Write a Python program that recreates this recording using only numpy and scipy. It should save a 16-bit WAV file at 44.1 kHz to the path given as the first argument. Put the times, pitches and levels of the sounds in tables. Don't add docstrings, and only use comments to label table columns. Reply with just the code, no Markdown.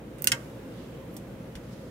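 import sys
import numpy as np
from scipy import signal
from scipy.fft import rfft, irfft
from scipy.io import wavfile
from scipy.ndimage import uniform_filter1d

SR = 44100
rng = np.random.default_rng(int(sys.argv[2]) if len(sys.argv) > 2 else 0)


def wav_out(sig):
    wavfile.write(sys.argv[1], SR, np.round(np.clip(np.atleast_2d(sig).T, -1, 1) * 32767).astype(np.int16))


N = 83790

EQ_HZ = [900, 1600, 3000, 6000, 9500, 13500]
# contact right minus left, ring gain, echo gain, gain at each of EQ_HZ.
CATCH_SNAPS = [(.1838, 0.00059, .002, 5.2, -7, 9, -40, -23, -23, -29, -22.5, -30),
               (.2208, 0.0014, 0.00061, 6, -5.5, -1, -30, -18, -18, -17, -5.5, 0.5),
               (.2424, 0.00065, 0.0017, 4, -5, -2.5, -23, 1, -9.5, -3.5, 0, 8),
               (.2715, 0.00078, 0.0038, 1.6, -3.5, -4.5, -2, 9.5, 12.5, 12.5, 12.5, 8.5),
               (.2818, 0.0021, 0.0024, 1, -10, -0.5, -8, -27, -1, 1, 2, -12),
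               (1.1412, 0.0012, .001, 4.9, -4, 2, -43, -36, -30, -40, -26, -29)]
SEATING_CLACKS = [(0.3176, 0.002, 0.0045, 4.5, -4.5, -1.7, 0.67, 11.4, 13.8, 9.4, 5.6, 2.5)]
NAIL_TAPS = [(1.1648, 0.0023, 0.0059, 3.1, -7.5, -0.045, -16, -37, -17.5, -14.5, -9.5, -14),
             (1.5526, 0.00083, 0.0086, 3.7, -9.5, -1.2, -27, -10.5, -9.5, -14.5, -18, -22)]
# frequency in Hz, relative energy in dB, T60 in seconds before grip damping,
# right minus left in dB.
CATCH_MODES = [(1496, 4, .08, 7), (2083, 4, .07, 7), (2790, 11.5, .04, 0), (3600, 1, .015, 9),
               (4295, 0, .055, 1), (4602, 2, .05, 0), (5124, 4, .06, 9), (6050, 8, .02, 9),
               (6660, 3, .055, 8), (7800, 0, .04, 8), (8240, 6, .025, -8), (9356, 8, .028, 14),
               (12850, 12, .009, 11), (13705, 6, .014, 13)]
BARREL_MODES = [(1421, 3, .12, 5), (1583, 6, .25, 7), (1795, -3, .15, 4), (2110, 7, .14, 8),
                (2630, 4, .07, 5), (3070, 5, .07, -4), (3230, 5, .07, 0), (3860, -2, .05, 7),
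                (5090, 10, .03, 8), (5614, 5, .06, 5), (6777, 7, .04, -3), (7434, 5, .06, 7),
                (8451, 3, .06, 5), (9340, 11, .018, 15)]
SHELL_MODES = [(1550, 5, .08, 1), (2090, 3, .06, 3), (3030, 4, .04, -8), (3536, 6, .09, 4),
               (4715, 4, .06, 7), (5550, 3, .07, 2), (5722, 5, .07, 2), (9900, 3, .04, 15),
               (12900, 5, .02, 15)]
# frequency in Hz, left lead in radians.
LEFT_LEAD = [(1000, 0.15), (2000, 1.84), (2900, 1.93), (5000, 1.53), (10000, 0.34)]
# frequency in Hz, added right minus left in dB.
CONTACT_PAN = [(1000, 10), (1900, 7), (3000, -20), (5000, -5), (9000, 5), (13500, 5)]
# start in seconds, initial pitch in Hz, gain in dB, T60 in seconds.
SUPPORT_KNOCKS = [(0.323, 134, -27, 0.11), (1.552, 61.7, -33.5, 0.16)]
# frequency in Hz, gain in dB, swell and T60 in seconds.
SUPPORT_MODES = [(701, -39, 0.0057, 0.075), (939, -20.5, 0.027, 0.084)]
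# time in seconds, pitch in Hz, level in dB.
BOOM_TRACK = [(.35, 130, -64), (.39, 150.6, -46), (.47, 150, -47), (.505, 135, -45), (.535, 124, -65)]
# start and length in seconds, level in dB, centre in Hz, half width in octaves.
FINGER_RUBS = [(0.36, 0.19, -65, 11500, 1), (0.678, 0.23, -59.5, 3360, 0.54),
               (0.841, 0.24, -65.5, 3100, 0.25), (1.109, 0.088, -61.5, 12700, .03),
               (1.557, 0.43, -62.5, 4300, 0.79), (1.707, 0.051, -60, 4530, 0.64)]
# frequency in Hz, gain in dB, T60 in seconds.
DESK_ECHOES = [(900, -20, 0.24), (1780, 2.5, 0.16), (3900, -3, 0.07), (7100, -3.5, 0.12), (14000, -11, 0.1)]
ROOM_ECHOES = [(880, 17, 0.26), (2020, -18.5, 0.37), (6000, -20.5, 0.66), (14000, -18, 0.21)]
# frequency in Hz, relative density in dB.
AIR_SPECTRUM = [(25, -28), (42, -28), (65, -9.5), (85, -26), (105, -4), (130, -3.5), (200, -3.5), (320, -7),
                (400, -10.5), (520, -7.5), (590, -13), (760, -20.5), (1020, -22.5), (2200, -28),
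                (3100, -31.5), (4750, -38.5), (8000, -40.5), (15500, -41.5)]
# frequency in Hz, left-right correlation.
AIR_CORRELATION = [(60, 0.98), (130, 0.98), (280, 0.96), (550, 0.69), (1100, 0.36), (3000, 0.022),
                   (12000, 0.022)]
# frequency in Hz, right minus left in dB.
AIR_BALANCE = [(250, 0), (1000, 0.4), (4000, 2), (14000, 2)]
# time in seconds, gain in dB.
HISS_TRACK = [(0, -4), (.2, -1), (.45, 0.5), (1.9, -2)]
# frequency in Hz, rms level in dB.
HUM_TONES = [(59.6, -57), (119.4, -52.5), (533, -57)]

CONTACT_DB, JOLT_DB, RADIATION_HZ = -4, 5, 1270
MODE_RISE_S, PAIR_SPLIT, GRIP_DAMPING_PER_S = 0.0005, 0.013, 71
REFLECTION_S, REFLECTION_DB, RING_SEND = 0.0058, -20, 0.45
AIR_DB, AIR_FLICKER_DB, HISS_HZ = -42, 0.92, 2460


def click(modes, build_s, decay_s, pan_db, ring_db, echo_db, *eq_db, size=16384):
    t, hz = np.arange(size) / SR, np.fft.rfftfreq(size, 1 / SR)
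    contact = contact_noise(build_s, decay_s, pan_db, t, hz)
    ring = amp(ring_db) * metal_ring(modes, (MODE_RISE_S + build_s) / 2, t)
    room = amp(echo_db) * (echoes(DESK_ECHOES, t) + echoes(ROOM_ECHOES, t))
    add(room, REFLECTION_S, amp([REFLECTION_DB]))
    tail = signal.fftconvolve(contact + RING_SEND * ring, room, axes=1)[:, :size]
    eq = amp(lookup(list(zip(EQ_HZ, eq_db)), hz))
    low_cut = 1 / np.hypot(1, 500 / (hz + 1))
    return causal_filter(contact + ring + tail, eq * low_cut)


def contact_noise(build_s, decay_s, pan_db, t, hz):
    jolts = amp(JOLT_DB * np.tanh(unit_rms(uniform_filter1d(rng.standard_normal(len(t)), size=12))))
    force = jolts * np.minimum(t / build_s, 1) ** 2 * np.exp(-np.maximum(t - build_s, 0) / decay_s)
    burst = rng.standard_normal((2, len(t))) * force
    broad_power = uniform_filter1d(abs(rfft(burst)) ** 2, size=301)
    white = causal_filter(burst, 1 / np.sqrt(broad_power + 1e-12))
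    radiation = 1 / np.hypot(1, (RADIATION_HZ / (hz + 1)) ** 3)
    return amp(CONTACT_DB) * causal_filter(white * pan(pan_db), radiation * pan(lookup(CONTACT_PAN, hz)))


def metal_ring(modes, rise_s, t):
    ring = np.zeros((2, len(t)))
    for hz, db, t60_s, pan_db in modes:
        phase = 2 * np.pi * rng.random() + np.array([[lookup(LEFT_LEAD, hz)], [0]])
        twin_hz = hz * (1 + PAIR_SPLIT * rng.choice([-1, 1]) * rng.uniform(1, 1.54))
        pair = np.sin(2 * np.pi * hz * t + phase) + .5 * np.cos(2 * np.pi * twin_hz * t + phase)
        ring += amp(db) * pan(pan_db) * unit_rms(pair * decay(t, t60_s) * np.exp(-GRIP_DAMPING_PER_S * t))
    return unit_rms(ring * swell(t, rise_s)) / np.sqrt(len(t))


def support_ring():
    t = np.arange(SR) / SR
    return sum(amp(db) * np.sin(2 * np.pi * (hz * t + rng.random())) * swell(t, rise_s) * decay(t, t60_s)
               for hz, db, rise_s, t60_s in SUPPORT_MODES)


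def knock(hz, db, t60_s, rise_s=0.005, sag_share=0.16, sag_s=0.025):
    t = np.arange(SR) / SR
    cycles = np.cumsum(hz * (1 - sag_share * (1 - np.exp(-t / sag_s)))) / SR
    return amp(db) * np.sin(2 * np.pi * cycles) * (1 - np.exp(-t / rise_s)) * decay(t, t60_s)


def boom():
    t = np.arange(N) / SR
    times_s, hz, db = np.transpose(BOOM_TRACK)
    level = amp(np.interp(t, times_s, db)) * (t > times_s[0]) * (t < times_s[-1])
    return level * np.sin(2 * np.pi * np.cumsum(np.interp(t, times_s, hz)) / SR)


def finger_rub(length_s, db, centre_hz, half_width_oct, grain_db=3, pan_db=4.5):
    n = int(length_s * SR)
    slips = rng.standard_normal((2, n)) * amp(grain_db * np.minimum(rng.exponential(1, n), 5))
    octaves = np.log2((np.fft.rfftfreq(n, 1 / SR) + 1) / centre_hz)
    band = irfft(rfft(slips) / (1 + (octaves / half_width_oct) ** 2), n)
    return amp(db) * pan(pan_db) * unit_rms(band) * np.sin(np.pi * np.arange(n) / n)


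def echoes(table, t):
    hz, frame_s, bands = signal.stft(rng.standard_normal((2, len(t))), SR, nperseg=128)
    t60_s = np.maximum(lookup(table, hz, column=2), .005)[:, None]
    bands *= amp(lookup(table, hz)[:, None] - 60 * frame_s / t60_s)
    bands *= np.sqrt(np.log(1e6) / t60_s / SR)
    return signal.istft(bands, SR, nperseg=128)[1][:, :len(t)] * swell(t, rise_s=.004)


def ventilation(size=2048):
    hz, frames = np.fft.rfftfreq(size, 1 / SR), 4 * N // size + 5
    a, b, c, d, flicker = rng.standard_normal((5, frames, len(hz)))
    correlation = lookup(AIR_CORRELATION, hz)
    left = a + 1j * b
    right = correlation * left + np.sqrt(1 - correlation ** 2) * (c + 1j * d)
    bands = np.array([left, right]) * pan(lookup(AIR_BALANCE, hz))[:, None]
    flicker = unit_rms(uniform_filter1d(uniform_filter1d(flicker, size=8, axis=0), size=10, axis=1))
    bands *= amp(lookup(AIR_SPECTRUM, hz) + AIR_FLICKER_DB * flicker)
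    hiss_db = np.interp(np.arange(frames) * size / 4 / SR, *np.transpose(HISS_TRACK))
    bands *= amp(hiss_db[:, None] * hz / np.hypot(hz, HISS_HZ))
    air = signal.istft(bands.transpose(0, 2, 1), nperseg=size, noverlap=size * 3 // 4)[1]
    return amp(AIR_DB) * unit_rms(air[:, :N])


def hum():
    t, tones = np.arange(N) / SR, np.zeros(N)
    waver_hz = np.geomspace(.5, 9, 12)
    for hz, db in HUM_TONES:
        waver = unit_rms(sum(np.sin(2 * np.pi * (f * t + rng.random())) / np.sqrt(f) for f in waver_hz))
        tones += amp(db) * np.sqrt(2) * np.sin(2 * np.pi * hz * t + np.sqrt(hz / 120) * waver)
    return tones


def amp(db):
    return 10 ** (np.asarray(db) / 20)


def unit_rms(x):
    return x / np.sqrt(np.mean(x ** 2) + 1e-20)


def swell(t, rise_s):
    return 1 - np.exp(-(t / rise_s) ** 2)


def decay(t, t60_s):
    return np.exp(-np.log(1000) * t / t60_s)


def lookup(rows, hz, column=1):
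    table = np.array(rows, float)
    return np.interp(np.log(hz + 1), np.log(table[:, 0] + 1), table[:, column])


def pan(db):
    gains = amp([-np.atleast_1d(db) / 2, np.atleast_1d(db) / 2])
    return gains / np.sqrt((gains ** 2).mean(0))


def add(mix, start_s, sound):
    part = mix[:, max(round(start_s * SR), 0):][:, :sound.shape[-1]]
    part += sound[..., :part.shape[-1]]


def causal_filter(x, gain):
    log_gain = np.log(np.maximum(gain, 1e-5))
    mirrored = np.concatenate([log_gain, log_gain[..., -2:0:-1]], -1)
    return irfft(rfft(x) * np.exp(signal.hilbert(mirrored).conj())[..., :log_gain.shape[-1]])


def scene():
    mix = ventilation() + hum() + boom()
    for strikes, modes in ((CATCH_SNAPS, CATCH_MODES), (SEATING_CLACKS, BARREL_MODES),
                           (NAIL_TAPS, SHELL_MODES)):
        for start_s, *row in strikes:
            add(mix, start_s, click(modes, *row))
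    for start_s, *_ in SEATING_CLACKS:
        add(mix, start_s, support_ring())
    for start_s, *row in SUPPORT_KNOCKS:
        add(mix, start_s, knock(*row))
    for start_s, *row in FINGER_RUBS:
        add(mix, start_s, finger_rub(*row))
    return mix


def record(dry):
    low_pass = signal.firwin(255, 15750, window=("kaiser", 9), fs=SR)
    return signal.oaconvolve(dry, low_pass[None], "same")


dry = scene()
out = record(dry)
wav_out(out)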